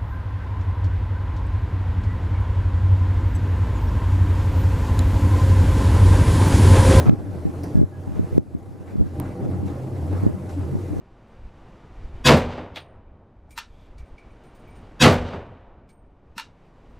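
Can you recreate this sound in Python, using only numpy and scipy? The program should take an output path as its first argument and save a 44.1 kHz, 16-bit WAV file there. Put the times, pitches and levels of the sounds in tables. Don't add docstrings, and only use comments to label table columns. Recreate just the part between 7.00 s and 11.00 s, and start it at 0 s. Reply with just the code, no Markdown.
import sys
import numpy as np
from scipy import signal
from scipy.fft import rfft, irfft
from scipy.io import wavfile
from scipy.ndimage import uniform_filter1d

SR = 44100
rng = np.random.default_rng(int(sys.argv[2]) if len(sys.argv) > 2 else 0)


def rack_gain(trim_db):
    fader = np.asarray(trim_db, float)
    return 10 ** (fader / 20)


def generate_wav(sig):
    pcm = np.round(np.clip(np.atleast_2d(sig).T, -1, 1) * 32767).astype(np.int16)
    wavfile.write(sys.argv[1], SR, pcm)


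N = 176400


def evened(x):
    return x / np.sqrt(np.mean(x ** 2) + 1e-20)


def curve(points, t):
    return np.interp(t, *np.transpose(points))


def coloured(x, spectrum):
    hz, db = np.transpose(spectrum)
    bins_hz = np.fft.rfftfreq(N, 1 / SR)
    gain = rack_gain(np.interp(np.log(bins_hz + 1), np.log(hz + 1), db))
    return irfft(rfft(x) * gain, N)


def resonate(x, hz, width_hz):
    turn = np.exp(2j * np.pi * hz * np.arange(x.shape[-1]) / SR)
    r = np.exp(-np.pi * width_hz / SR)
    return 2 * (turn * signal.lfilter([1 - r], [1, -r], x / turn)).real


def slow(per_s):
    hz = np.fft.rfftfreq(N, 1 / SR)
    return evened(irfft(rfft(rng.standard_normal(N)) * np.exp(-(hz / per_s) ** 2), N))


def bump(t, centre_s, length_s):
    return np.exp(-(2 * (t - centre_s) / length_s) ** 2)


# (time [s], gain [dB])
RECORDER_GAIN = [(0, 13.5), (.095, 2), (.102, -6.5), (.6, -1.5), (.77, 0), (.84, -9.5), (1.1, -4.5),
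                 (1.379, -2.5), (1.385, -14), (1.7, -9.5), (2.1, -5), (2.5, -4.5), (2.9, -3), (3.25, 0.5),
                 (3.3, -3), (3.6, -3.5), (4, -3)]


def gain_db(t):
    return curve(RECORDER_GAIN, t)


# (time [s], level [dB])
ROUGHNESS = [(0.0, -74), (0.1, -30), (0.15, -34.5), (0.82, -35.5), (0.88, -41.5), (1.38, -33),
             (1.43, -44.5), (1.95, -45), (1.99, -46), (2.12, -53), (2.17, -28), (3.0, -37.5), (3.26, -26.5),
             (3.32, -35), (3.94, -32.5), (4.0, -30.5)]
ROUGHNESS_MEAN_DB = -32


def shake_db(t):
    return curve(ROUGHNESS, t) - gain_db(t) - ROUGHNESS_MEAN_DB


# (start [s], end [s], level [dB])
GUSTS_AT_MIC = [(.062, .145, -15), (.185, .21, -24), (.23, .41, -36), (.45, .5, -21), (.75, .85, -15),
                (1.07, 1.14, -28), (1.16, 1.255, -21), (1.32, 1.355, -27), (1.355, 1.4, -16),
                (1.405, 1.43, -29), (1.54, 1.575, -29), (1.66, 1.76, -36), (1.8, 1.825, -33),
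                (1.92, 1.98, -31), (1.98, 2.035, -15), (2.035, 2.08, -26), (2.415, 2.5, -25),
                (2.55, 2.6, -33), (2.6, 2.68, -27), (2.93, 3.1, -42), (3.12, 3.17, -30), (3.23, 3.31, -22),
                (3.33, 3.355, -27), (3.58, 3.72, -36), (3.72, 3.79, -24), (3.91, 4.02, -25)]
# (time [s], peak [dB], pitch [Hz])
STRONG_EDDIES = [(.0955, 2.2, 190), (.455, -7, 240), (.7564, -3, 170), (.7749, -6, 150), (.7929, -4, 200),
                 (.8154, -2, 200), (.831, -5, 260), (1.078, -16, 150), (1.1955, -5, 220), (1.3809, .3, 290),
                 (1.551, -13, 200), (1.9573, -12, 220), (2.463, -14, 280), (2.558, -22, 160),
                 (2.704, -22, 230), (3.154, -18, 150), (3.2375, -8, 250), (3.2665, -2, 230),
                 (3.754, -10, 190), (3.968, -14, 330)]
# (frequency [Hz], density [dB])
WIND_SPECTRUM = [(20, -14), (60, 1.5), (150, 0), (285, -6.5), (540, -24), (800, -37), (1500, -66)]
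GUST_EDGE_S, EVEN_S = .009, .034
LUMP_DB, LUMPS_PER_S = 3, 50
BREEZE_DB, LEAK_DB = -45.5, -16
EDDY_TURNS, EDDY_SNAP = .44, .3


def wind():
    t = np.arange(N) / SR
    power = rack_gain(2 * BREEZE_DB)
    for start_s, end_s, db in GUSTS_AT_MIC:
        gate = np.tanh((t - start_s) / GUST_EDGE_S) - np.tanh((t - end_s) / GUST_EDGE_S)
        power = power + rack_gain(2 * db) * gate ** 2 / 4
    air = coloured(rng.standard_normal((2, N)), WIND_SPECTRUM)
    span = round(EVEN_S * SR)
    air = air / np.sqrt(uniform_filter1d(uniform_filter1d(air ** 2, span), span))
    side, mid = air * np.sqrt(power) * evened(rack_gain(LUMP_DB * slow(LUMPS_PER_S)))

    for s, db, hz in STRONG_EDDIES:
        u = (t - s) * hz
        turn = rng.random()
        if db > 0:
            turn = 1 / 4
        envelope = np.exp(-(u / EDDY_TURNS) ** 2)
        core = EDDY_SNAP * np.exp(-(3 * u / EDDY_TURNS) ** 2)
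        eddy = (envelope + core) * np.cos(2 * np.pi * (u + turn))
        side = side * (1 - envelope) + rack_gain(db) * eddy / abs(eddy).max()
    mid = rack_gain(LEAK_DB) * resonate(mid, 207.0, 277.0)
    return np.array([mid + side, mid - side]) / rack_gain(gain_db(t))


# (time [s], level [dB])
DRONE_LEVEL = [(0.0, -21), (0.15, -46), (0.3, -27), (0.33, -36.5), (1.35, -36.5), (1.44, -45.5),
               (1.97, -42.5), (1.99, -49.5), (2.18, -28), (2.39, -53), (2.57, -27), (2.88, -38),
               (3.17, -23), (3.34, -37.5), (3.65, -27), (3.78, -40.5), (3.85, -36.5), (4.0, -31.5)]
DRONE_HZ, WAVER_HZ, WAVERS_PER_S, THROB_DB = 89, 5.5, 12, 2.8


def drone():
    t = np.arange(N) / SR
    turns = np.cumsum(DRONE_HZ + WAVER_HZ * slow(WAVERS_PER_S)) / SR
    level_db = curve(DRONE_LEVEL, t) - gain_db(t) + THROB_DB * slow(17.0)
    return np.sqrt(2) * rack_gain(level_db) * np.sin(2 * np.pi * turns)


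def tick(t, s, db, hz, width_hz):
    u = np.maximum(t - s, 0)
    envelope = np.exp(-np.pi * width_hz * u) * np.tanh(width_hz * u * 6.8)
    return rack_gain(db) * envelope * np.sin(2 * np.pi * hz * u)


# (time [s], level [dB], pitch [Hz], width [Hz], left-right [dB])
DAMPED_TICKS = [(.6346, -30, 5200, 500, 0), (.635, -35, 10800, 250, 0), (.64, -30, 14100, 900, -4),
                (.64, -34, 8800, 500, -3), (.64, -31, 5000, 1500, 0), (.64, -34, 2100, 300, -3),
                (1.504, -46, 14000, 2000, 0), (1.527, -40, 10500, 4000, 0), (1.5875, -33, 11500, 3500, 3),
                (1.588, -43, 6500, 300, 0), (2.1999, -13, 11700, 1300, -7), (2.1999, -23, 8600, 900, -7),
                (2.1999, -24, 5200, 1800, -5), (2.1999, -19, 1900, 1300, -7), (2.2003, -18, 1000, 200, -5),
                (1.3801, -17, 9000, 9000, 0), (1.3801, -20, 1600, 900, 0), (.0957, -28, 3500, 2200, 0),
                (.0735, -27, 1300, 500, 0), (2.2205, -29, 1700, 700, -3), (2.225, -27, 800, 200, -3),
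                (3.61, -30, 1000, 400, 0), (3.632, -30, 1000, 400, 0), (3.802, -28, 900, 400, 0),
                (.0957, -19, 1500, 800, 0)]
# (time [s], level [dB], pitch [Hz], width [Hz])
OPPOSED_TICKS = [
    (.64, -24, 11300, 1800),
    (2.2, -20, 1100, 700),
    (1.74, -27, 900, 700),
    (.64, -18, 600, 700),
    (1.3809, -17, 10500, 5000),
    (1.3809, -14, 3300, 2500),
]
# (pitch [Hz], width [Hz], level [dB])
SHIMMER = [(4900, 900, -54), (5800, 900, -53), (10700, 700, -60)]
SHIMMER_S, SHIMMER_FADE_S = .636, .034
# (centre [s], length [s], pitch [Hz], level [dB])
FAINT_SQUEAKS = [
    (.782, .06, 1665, -53),
    (.953, .055, 1665, -47),
    (1.9, .07, 1520, -53),
]


def fittings():
    t = np.arange(N) / SR
    out = np.zeros((2, N))
    for k, (s, db, hz, width_hz, pan_db) in enumerate(DAMPED_TICKS):
        pan = rack_gain(np.array([[.5], [-.5]]) * pan_db)
        out += (-1) ** k * pan * tick(t, s, db, hz, width_hz)
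    for row in OPPOSED_TICKS:
        out += np.array([[1], [-1]]) * tick(t, *row)
    fade = (t > SHIMMER_S) * np.exp(-abs(t - SHIMMER_S) / SHIMMER_FADE_S)
    for hz, width_hz, db in SHIMMER:
        ring = resonate(resonate(rng.standard_normal(N), hz, width_hz), hz, width_hz)
        out += rack_gain(db) * fade * evened(ring)
    for s, length_s, hz, db in FAINT_SQUEAKS:
        out += rack_gain(db) * bump(t, s, length_s) * np.sin(2 * np.pi * hz * t + 0.36 * slow(30.))
    return out


# (centre [s], length [s], pitch [Hz], level [dB])
WHEEL_THUDS = [(0.084, 0.056, 127.5, -20.5), (0.271, 0.055, 288.6, -30.5), (0.619, 0.072, 290, -32.5),
               (0.793, 0.015, 153.5, -20), (1.986, .03, 170, -32.5), (2.198, 0.073, 127.8, -31.5),
               (2.44, 0.058, 130, -27.5), (2.47, 0.043, 499, -38), (2.562, 0.063, 184.3, -33.5),
               (2.62, 0.16, 796, -47.5), (2.657, 0.1, 200, -32.5), (1.82, .05, 185, -44),
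               (3.05, .06, 150, -31), (.66, 0.045, 172.5, -30), (2.84, 0.27, 130.3, -30),
               (3.122, 0.046, 292, -29), (3.265, 0.0089, 202.5, -19), (3.58, 0.031, 287.6, -25.5),
               (3.725, 0.091, 136.4, -27.5), (3.932, 0.023, 301, -24.5)]


def thuds():
    t = np.arange(N) / SR
    out = np.zeros(N)
    for s, length_s, hz, db in WHEEL_THUDS:
        out += rack_gain(db + 1) * bump(t, s, length_s) * np.sin(2 * np.pi * hz * t)
    return out / rack_gain(gain_db(t))


# (pitch [Hz], width [Hz], level [dB])
PANEL_MODES = [(34, 10, -47), (98, 10, -40), (130, 9, -38), (184, 12, -42), (290, 25, -42), (350, 20, -43),
               (495, 18, -50), (605, 14, -55), (797, 20, -54), (2034, 25, -71)]
PANEL_SHARE = .81


def panels():
    t = np.arange(N) / SR
    boom = np.zeros(N)
    for hz, width_hz, db in PANEL_MODES:
        level_db = db + 2.28 * slow(4.9)
        ring = resonate(resonate(rng.standard_normal(N), hz, width_hz), hz, 4.8 * width_hz)
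        boom += rack_gain(level_db) * evened(ring)
    return boom * rack_gain(PANEL_SHARE * shake_db(t))


# (frequency [Hz], density [dB])
BODY_SPECTRUM = [(55, -15), (300, -7), (700, -19), (1050, -26), (3100, -42.5), (11500, -48), (13500, -53.5),
                 (15800, -60)]
# (frequency [Hz], level [dB])
SIDE_SPECTRUM = [(100, -35), (500, -10), (1000, -4), (2000, -4.5), (3500, -12), (5500, -13), (8000, -9.5),
                 (12000, -3.5)]
# (time [s], swell [dB], fade [s], centre [Hz])
RAIL_JOINTS = [(0, 6, 0.039, 1490), (.062, 12, 0.086, 1200), (.64, 4, 0.04, 600), (1.16, 6, 0.046, 1480),
               (1.3, 0.5, .1, 6000), (1.88, 5.5, 0.043, 1750), (2.202, 12.5, 0.066, 1090),
               (2.222, 2, .01, 1800), (2.255, 3.5, 0.033, 1180), (2.4, 7, 0.23, 494),
               (2.52, 4, 0.044, 1000), (2.662, 6.5, 0.033, 5950), (2.68, 7, 0.028, 2000),
               (3.13, 7.5, 0.087, 1170), (3.495, 8, 0.085, 4030), (3.612, 3, .015, 1500),
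               (3.634, 3, 0.021, 1500), (3.8, 1.5, .02, 1200), (3.76, 2.5, 0.76, 6000)]
JOINT_OCTAVES, JOINT_RISE_S = 1.6, .005
BODY_DB, BODY_SHARE = -34, .066


def rumble():
    frames = N // 128 + 5
    hz = np.fft.rfftfreq(512, 1 / SR)[:, None]
    t = np.arange(frames) * 128 / SR
    a, b, c, d, patches = rng.standard_normal((frames, 257, 5)).T
    patches = evened(uniform_filter1d(uniform_filter1d(patches, size=6, axis=0), size=16, axis=1))
    flicker = evened(uniform_filter1d(rng.standard_normal(frames), size=5))
    field_db = 1.46 * patches + 0.76 * flicker + BODY_SHARE * shake_db(t)
    for s, db, fade_s, centre_hz in RAIL_JOINTS:
        fade_s = max(fade_s, .005)
        rise = (np.minimum(t - s, 0) / JOINT_RISE_S) ** 2
        shape = np.exp(-np.maximum(t - s, 0) / fade_s - rise)
        band = np.exp(-(np.log2((hz + 1) / centre_hz) / JOINT_OCTAVES) ** 2)
        field_db = field_db + db * shape * band
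    spectra = np.array([a + 1j * b, c + 1j * d]) * rack_gain(field_db)
    mid, side = signal.istft(spectra, nperseg=512, noverlap=384)[1][:, :N]
    mid = coloured(mid, BODY_SPECTRUM)
    side = coloured(coloured(side, BODY_SPECTRUM), SIDE_SPECTRUM)
    return rack_gain(BODY_DB) * np.array([mid + side, mid - side]) / np.std(mid)


def scene():
    return wind() + rumble() + panels() + drone() + fittings() + thuds()


def top_cut(x):
    return signal.sosfilt(signal.butter(12, 15830, fs=SR, output="sos"), x)


def record(dry):
    loud = np.clip(dry * rack_gain(gain_db(np.arange(N) / SR)), -1, 1)
    low_pass = signal.firwin(511, 15900, window=("kaiser", 9), fs=SR)
    mix = signal.oaconvolve(loud, low_pass[None], "same")
    return top_cut(mix)


dry = scene()
out = record(dry)
generate_wav(out)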